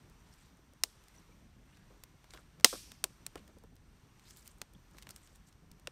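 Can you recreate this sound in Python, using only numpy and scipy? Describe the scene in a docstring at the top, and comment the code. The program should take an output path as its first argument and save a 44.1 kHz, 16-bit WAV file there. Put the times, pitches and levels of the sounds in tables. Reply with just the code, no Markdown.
"""Dry twigs burst with sharp pops in a small fire, outdoors among trees at night: each is a pressure step
and a burst of splitting fibres, scattered by a ring of stones and echoed by the trees as decaying noise.
Sticks knock beside the fire as puffs of low noise; twigs and leaves rustle as clumped tiny clicks.
There are a few short tone chirps; the flames rumble as uneven low noise over the steady hiss of the night."""
import sys
import numpy as np
from scipy import signal
from scipy.fft import rfft, irfft
from scipy.io import wavfile

SR = 44100
rng = np.random.default_rng(int(sys.argv[2]) if len(sys.argv) > 2 else 0)


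def materialize(psi):
    """Save the field psi as 16-bit PCM at rate SR to the path in sys.argv[1].

    A 1-D psi becomes a single channel; in a 2-D psi each row is a channel.
    """
    bounded = np.clip(np.atleast_2d(psi).T, -1, 1)
    quanta = np.round(bounded * 32767).astype(np.int16)
    wavfile.write(sys.argv[1], SR, quanta)


def nominal_scale(level):
    """Amplitude ratio for a level in decibels (scalar or array-like)."""
    x = np.asarray(level, float) / 20
    return 10 ** x


N = 260631

# Pops and snaps of bursting twigs. Each row: start in seconds, level in dB per half octave at the
# strongest frequency (energy referred to 6 ms), that frequency in Hz, fall below it in dB/octave,
# fall above it in dB/octave.
POP_EVENTS = [(0.3377, -72.5, 5920.0, 9, 4), (0.5705, -74, 9280.0, 15.0, 15.0), (0.8364, -28, 5760, 6.5, 6),
              (1.083, -67.5, 9280.0, 3, 7), (2.0366, -57.5, 7410.0, 3.5, -2), (2.2424, -69, 1540.0, 0, 2.5),
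              (2.3067, -59, 5900, 7, 13.5), (2.3369, -59, 5920.0, 1, 9.0), (2.3744, -58.1, 1710, 11, 7),
              (2.5986, -65.5, 2410.0, 3.5, 2), (2.6084, -68.5, 7410.0, 0.5, 5.5),
              (2.6455, -13, 5080, 6, 6.0), (2.918, -56.5, 3380.0, 5.5, 2.5), (3.041, -31.4, 9350, 4, 12.5),
              (3.2653, -43.5, 8290.0, 5.5, 6.5), (3.356, -53, 507, 2, 2), (3.478, -70.5, 13000.0, 1, 7),
              (3.7547, -71.5, 13000.0, 12.0, 6.0), (4.195, -69.5, 2400, 17.5, 2.5),
              (4.3074, -58, 7450, 11, 32), (4.3633, -69, 5000, 4, 2), (4.3705, -62, 8290.0, 11, 0),
              (4.4767, -54.5, 13000.0, 6, -2), (4.5837, -73, 8980, 9, 4), (4.6164, -47.5, 7410.0, 2, 6.0),
              (4.735, -70.5, 12000, 5, 1), (4.911, -75, 9000, 7.5, 3), (4.97, -73, 6000, 2.5, 5),
              (4.9841, -59, 1927, 11, 2.5), (5.0162, -71, 6000, 7, 5), (5.0241, -59.6, 3380.0, 7.5, 3),
              (5.0302, -62, 3020.0, 12, 4.5), (5.0699, -57, 2150.0, 4.5, 6.5),
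              (5.0908, -60.5, 2410.0, 8, -0.5), (5.1026, -65, 8400, 5.5, 9), (5.1071, -53.5, 8250, 7, 5),
              (5.1618, -55.5, 10380.0, 5, 13.5), (5.2734, -71.4, 3010, 8, 0.5),
              (5.358, -68.5, 11650, 5.5, 5), (5.7149, -65, 4730.0, 10, 0.5), (5.8726, -43, 2424, 9, 5.5)]


def pops(top_fall_db=2.5, stones_db=-16, stones_t60=0.071, boom_db=-1.0, boom_t60=0.052,
         fall_db=17.5, shelter_db=-8):
    """Impulsive fracture: a pressure step, fibres splitting for a few ms, then scatter from stones and ground.
    Also gives the bare strength of each pop, which wakes the echo."""
    out, strength, size = np.zeros(N), np.zeros(N), 4096
    step_height, split_ms, split_t60 = 4.2, 1.6, 0.007   # t60 in seconds
    rows = np.vstack([POP_EVENTS, ticks()])
    t = np.arange(size) / SR
    level, loudest = rows[:, 1:2], rows[:, 1].max()
    noise = rng.standard_normal((len(rows), size))

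    # the fibres split evenly at first, then die away
    push = noise * nominal_scale(-60 * np.maximum(t - split_ms / 1000, 0) / split_t60)
    # strong ones start with a step; faint or dull ones scrape in
    sharp = np.clip((level + 68) / 18, 0, 1) * (rows[:, 2:3] > 1000)
    push[:, :3] = np.array([-1, 2, 1]) * step_height * sharp
    # stones scatter only short waves, and the broken stick scatters most
    scatter_db = stones_db - 5.4 * (level < loudest)
    push += band(noise, 1500, 18000) * nominal_scale(scatter_db - 60 * t / stones_t60)
    # the lows ring on in the pile
    push += band(noise[:, ::-1], 60, 600) * nominal_scale(boom_db - 60 * t / boom_t60)

    hz = np.maximum(np.fft.rfftfreq(size, 1 / SR), 1)
    edges = 64 * 2 ** np.arange(0, 8.5, 0.5)   # half octaves
    centres = np.sqrt(edges[1:] * edges[:-1])
    for (s, top_db, top_hz, below_db, above_db), burst in zip(rows, rfft(push)):
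        power = [np.sum(np.abs(burst[(hz >= a) & (hz < b)]) ** 2) for a, b in zip(edges, edges[1:])]
        have_db = 10 * np.log10(np.array(power) * 2 / size / (0.006 * SR))
        octaves = np.log2(centres / top_hz)
        want_db = top_db - np.where(octaves < 0, -below_db, above_db) * octaves
        bright = nominal_scale(want_db[(centres > 2000) & (centres < 8000)]).mean(keepdims=True) * 2
        # small twigs push little bass
        want_db -= fall_db * np.maximum(np.log2(350 / centres), 0)
        want_db -= top_fall_db * np.maximum(np.log2(centres / 11000), 0)
        gain = nominal_scale(np.interp(np.log(hz), np.log(centres), want_db - have_db))
        add(out, s, irfft(burst * causal(gain)))
        # the loudest is a stick broken by hand in the open; the stones shelter the rest from the trees
        add(strength, s, bright * nominal_scale(shelter_db * (top_db < loudest)))
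    return port(out), strength


def ticks(low_hz=5000, high_hz=13000, fall_db=4.5):
    """A random point process: rows like those of the pops for thin, faint ticks of the embers."""
    per_s, least_db, spread_db = 1.7, -73, 0.5
    when, size, pitch = rng.random((round(per_s * N / SR), 3)).T
    level = least_db - spread_db * np.log(1 - 0.95 * size)
    top_hz = low_hz * (high_hz / low_hz) ** pitch
    return np.c_[when * N / SR, level, top_hz, np.full((len(when), 2), fall_db)]


# Echo from the trees. Each row: frequency in Hz, level in dB relative to the pop, t60 in seconds.
TREE_ECHO = [(400, -47, .5), (1000, -41.5, 0.24), (2270, -33.5, 0.92), (3470, -23, 0.49),
             (5500, -25.5, 0.75), (7933, -25, 0.47), (13000, -28.5, .6)]


def trees(x, onset_s=0.0054):
    """Diffuse reverberation: many scattered echoes make noise that dies away at a rate set band by band."""
    t = np.arange(round(0.8 * SR)) / SR
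    edges = 280 * 2 ** np.arange(0, 6, 0.5)
    white, echo = rng.standard_normal((2, len(t))), 0
    for k, (low, high) in enumerate(zip(edges, edges[1:])):
        db, t60 = at_hz(TREE_ECHO, np.sqrt(low * high))
        echo = echo + nominal_scale(db - 60 * t / t60) * band(white[k % 2], low, high)
    return signal.fftconvolve(x, echo * (1 - np.exp(-t / onset_s)))[:N]


# Resonances of the microphone's port. Each row: frequency in Hz, width in Hz, gain in dB.
PORT_RESONANCES = [(5510, 1200, 2.0), (9100, 2000, 5), (10700, 2800, -5), (12754, 2500, 1)]


def port(x):
    """Cavity resonance: the port of the microphone colours the sound with peaks and a dip."""
    return peaks(x, PORT_RESONANCES)


# Dull knocks of sticks on the ground and in the pile. Each row: start in seconds, peak of the low part
# in dB, peak of the grit in dB relative to it, time constant of the fall in ms.
KNOCK_EVENTS = [(0.589, -57, -21, 6.5), (0.733, -58.5, -14, 5.9), (0.85, -59, -20, 14),
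                (1.29, -58, -18.5, 6.8), (1.902, -56.5, -10, 32), (2.344, -52.5, 0, 13),
                (2.379, -59.5, 4, 25), (2.647, -26, -26, 4.4), (2.727, -35, -3, 12), (2.753, -53.5, 8, 7.4),
                (3.044, -50.5, -14, 9), (3.355, -40, -5.5, 12.5), (3.384, -56, -13, 13),
                (3.489, -56.5, -7.5, 9.6), (3.564, -52, -18, 8), (3.637, -51.5, -15, 6.6),
                (4.945, -56.5, -2, 6.4), (4.961, -62, -16.5, 8.8), (5.096, -56.5, -1, 10),
                (5.325, -65, -6.5, 14), (5.873, -42.5, -15, 3)]


def knocks():
    """Soft impact: a yielding contact gives a short puff of low noise with a little grit above."""
    out, t = np.zeros(N), np.arange(round(0.08 * SR)) / SR
    noises = rng.standard_normal((len(KNOCK_EVENTS), len(t)))
    for (s, peak_db, grit_db, fall_ms), noise in zip(KNOCK_EVENTS, noises):
        puff = noise * (1 - np.exp(-t / 0.001)) * np.exp(-t * 1000 / max(fall_ms, 1))
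        low = band(band(puff, 230, 900), 230, 600)
        grit = band(puff * np.exp(-t / 0.024), 1000, 1550)
        knock = low / np.abs(low).max() + nominal_scale(grit_db) * grit / np.abs(grit).max()
        add(out, s, nominal_scale(peak_db) * knock)
    return out


# Brief pitched chirps. Each row: start in seconds, frequency in Hz, peak level in dB, length in ms.
CHIRP_EVENTS = [(1.141, 2110, -62, 9.1), (1.161, 5900, -58, 7.3), (1.181, 5900, -56, 8.0),
                (1.312, 2320, -68, 22.0), (4.749, 3310, -57, 4.9)]


def chirps():
    """Windowed sinusoids: short tone bursts of steady pitch that swell and fade smoothly."""
    out = np.zeros(N)
    for s, hz, db, length_ms in CHIRP_EVENTS:
        t = np.arange(round(length_ms * SR / 1000)) / SR
        add(out, s, nominal_scale(db) * np.hanning(len(t)) * np.sin(2 * np.pi * hz * t))
    return out


# Strokes of twigs and leaves rubbing. 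Each row: time of the peak in seconds, nominal level in dB,
# swell in dB/s, fade in dB/s, centre of the scrape in Hz.
RUSTLE_STROKES = [(0.345, -72, 100, 600, 5000), (0.41, -68.5, 350, 182, 5200), (1.155, -66, 400, 255, 5850),
                  (1.76, -70, 57, 80, 2080), (2.344, -60.5, 1200, 1500, 3260), (2.383, -62, 157, 278, 3896),
                  (3.377, -60.5, 1500, 700, 3300), (4.25, -79, 900, 100, 6000),
                  (4.297, -56.5, 302, 350, 5440), (4.335, -71, 399.5, 499, 7400),
                  (4.375, -64, 703.5, 173, 8000), (4.425, -83, 300.5, 302, 7000),
                  (4.46, -61, 700, 500, 5600), (4.526, -72, 150, 499.5, 6800),
                  (4.59, -73.5, 500, 500, 6200), (4.952, -75, 200, 898, 4800),
                  (4.992, -60.5, 800, 900, 5100), (5.026, -86, 400, 800, 5580),
                  (5.112, -66, 700, 900, 6180), (5.169, -67.5, 250.5, 350, 7000),
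                  (5.246, -70.5, 277, 259, 7130), (5.365, -72.5, 121, 600, 7060),
                  (5.48, -68, 330.5, 500, 6310)]
# Spectrum of the rubbing before each stroke's own centre. Each row: frequency in Hz, relative dB per Hz.
RUSTLE_SPECTRUM = [(350, -36), (600, -2.5), (846, -14.5), (1490, 2), (2610, -4), (5330, -6.5), (6640, -7.5),
                   (8390, -1), (10600, -15), (13000, -7), (16000, -20)]


def rustle(spread_db=6.0, patchy_db=3.5, skirt_db=4.5):
    """Stick-slip friction: clumped tiny clicks; each stroke swells and fades around a centre of its own."""
    t = np.arange(N) / SR
    level, pull = 1e-9, 5e-6   # pull / level is the current centre, 5000 Hz at rest
    for s, db, swell, fade, hz in RUSTLE_STROKES:
        drop_db = np.where(t < s, swell * (s - t), fade * (t - s))
        stroke = nominal_scale(np.maximum(db - drop_db, -160))
        level, pull = level + stroke, pull + stroke * hz
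    centre_hz = pull / level

    per_s, clump_db = 9000, 2.5
    born = rng.random((2, N)) < per_s / SR
    sizes = nominal_scale(spread_db * np.minimum(rng.exponential(1, (2, N)), 4))
    grains = born * sizes * rng.choice([-1, 1], (2, N))
    clumps = clump_db * drift(60)

    def colour_db(hz):
        """Spectral tilt: bands weaken away from the centre, and flicker together and singly."""
        return -skirt_db * np.abs(np.log2(hz / centre_hz)) + clumps + patchy_db * drift(33)

    return level * rms_one(banded(grains + 1e-18, RUSTLE_SPECTRUM, colour_db))


# Loudness of the flames. Each row: time in seconds, nominal level in dB.
FLAME_LEVEL = [(0.0, -57.5), (0.23, -63.5), (2.26, -62.5), (2.81, -59), (3.11, -64), (3.75, -59),
               (4.3, -63), (5.91, -61.5)]
# Spectrum of the flames. Each row: frequency in Hz, relative dB per Hz.
FLAME_SPECTRUM = [(13, -33), (22, -6), (49, 5.5), (81, -3.5), (113, -1.5), (223, -7.5), (434, -22.5),
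                  (700, -21), (910, -43.5), (1540, -120)]


def flame(puffs_db=2.5, patchy_db=1.8):
    """Turbulent combustion: low noise in uneven puffs with small quick flutters."""
    flutter = puffs_db * (drift(16) + 0.5 * drift(4))

    def puff_db(hz):
        """Turbulent modulation: a shared flutter, weaker below 200 Hz, and a drift of each band's own."""
        return flutter * min(hz / 200, 1) + patchy_db * drift(23)

    roar = banded(rng.standard_normal((2, N)), FLAME_SPECTRUM, puff_db)
    return nominal_scale(in_time(FLAME_LEVEL)[0]) * rms_one(roar)


# Spectrum of the hiss. Each row: frequency in Hz, relative dB per Hz.
HISS_SPECTRUM = [(180, -25), (300, -8), (373, 3), (426, -15.5), (692, -14), (905, -7.5), (5990, -20.5),
                 (7200, -22.5), (14300, -28.5), (16400, -37)]
# Steady stronger and weaker bands in the hiss. Each row: frequency in Hz, width in Hz, gain in dB.
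HISS_PEAKS = [(5900, 370, 7.5), (8500, 750, 6), (10800, 1900, -6.5), (12500, 820, 7)]


def hiss(level_db=-70, waver_db=1.3):
    """Stationary broadband noise: the hiss of night air and electronics, wavering slightly."""
    air = banded(rng.standard_normal((2, N)), HISS_SPECTRUM, lambda hz: 0.4 * drift(4))
    return nominal_scale(level_db + waver_db * drift(1.3)) * rms_one(peaks(air, HISS_PEAKS))


def in_time(rows):
    """Linear interpolation: joins curve rows by straight lines, one value a sample."""
    s, *columns = np.transpose(rows)
    return [np.interp(np.arange(N) / SR, s, c) for c in columns]


def at_hz(points, hz):
    """Logarithmic interpolation: reads a table on a log-frequency axis."""
    points = np.array(points)
    return [np.interp(np.log(hz), np.log(points[:, 0]), c) for c in points.T[1:]]


def rms_one(x):
    """Power normalisation: scales to rms 1."""
    return x / np.sqrt(np.mean(x ** 2) + 1e-20)


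def band(x, low_hz, high_hz):
    """Band-pass filtering with a Butterworth response."""
    return signal.sosfilt(signal.butter(2, [low_hz, high_hz], "band", fs=SR, output="sos"), x)


def add(out, s, sound):
    """Superposition: mixes a sound in at a time in seconds."""
    i = round(s * SR)
    out[i:i + len(sound)] += sound[:N - i]


def drift(rate_hz):
    """Low-pass random process: smooth noise of rms 1, made at every 40th sample and interpolated."""
    r = np.exp(-80 * np.pi * rate_hz / SR)
    white = rng.standard_normal(N // 40 + 2002)
    slow = signal.lfilter([1], [1, -2 * r, r * r], white)[2000:]   # the filter settles first
    return np.interp(np.arange(N) / 40, np.arange(len(slow)), rms_one(slow))


def banded(source, spectrum, gain_db):
    """Subband synthesis: third octaves of two unrelated sources in turn, each with its level and moving gain."""
    out, edges = 0, spectrum[0][0] * 2 ** np.arange(0, 10, 1 / 3)
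    edges = edges[edges < min(spectrum[-1][0] * 1.1, 18000)]
    for k, (low, high) in enumerate(zip(edges, edges[1:])):
        hz = np.sqrt(low * high)
        gain = nominal_scale(at_hz(spectrum, hz)[0] + gain_db(hz))
        out = out + gain * band(source[k % 2], low, high)
    return out


def peaks(x, table):
    """Second-order resonance: a chain of peak and dip filters."""
    for hz, width_hz, db in table:
        w = 2 * np.pi * hz / SR
        a, g = np.sin(w) * width_hz / hz / 2, nominal_scale(db / 2)
        zeros = [1 + a * g, -2 * np.cos(w), 1 - a * g]
        poles = [1 + a / g, -2 * np.cos(w), 1 - a / g]
        x = signal.lfilter(zeros, poles, x)
    return x


def causal(gain):
    """Minimum phase: gives a gain curve the phase with the least delay, by folding its cepstrum."""
    c = irfft(np.log(gain))
    half = len(c) // 2
    return np.exp(rfft(np.r_[c[0], 2 * c[1:half], c[half], np.zeros(half - 1)]))


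def scene():
    """Superposition of fire, sticks, echo and night."""
    cracks, strength = pops()
    echo = port(trees(strength))
    mix = cracks + echo + knocks() + chirps() + rustle() + flame() + hiss()
    return mix[None]


def band_limit(x):
    """A steep low-pass at the top of the band."""
    return signal.sosfilt(signal.butter(12, 16500, fs=SR, output="sos"), x)


def record(dry):
    """Band limiting and overload: the top is cut from 16600 Hz, and peaks past full scale are clipped."""
    low_pass = signal.cheby2(8, 40, 16600, fs=SR, output="sos")
    cut = signal.sosfilt(low_pass, dry)
    return band_limit(np.clip(cut, -1, 1))


dry = scene()
out = record(dry)
materialize(out)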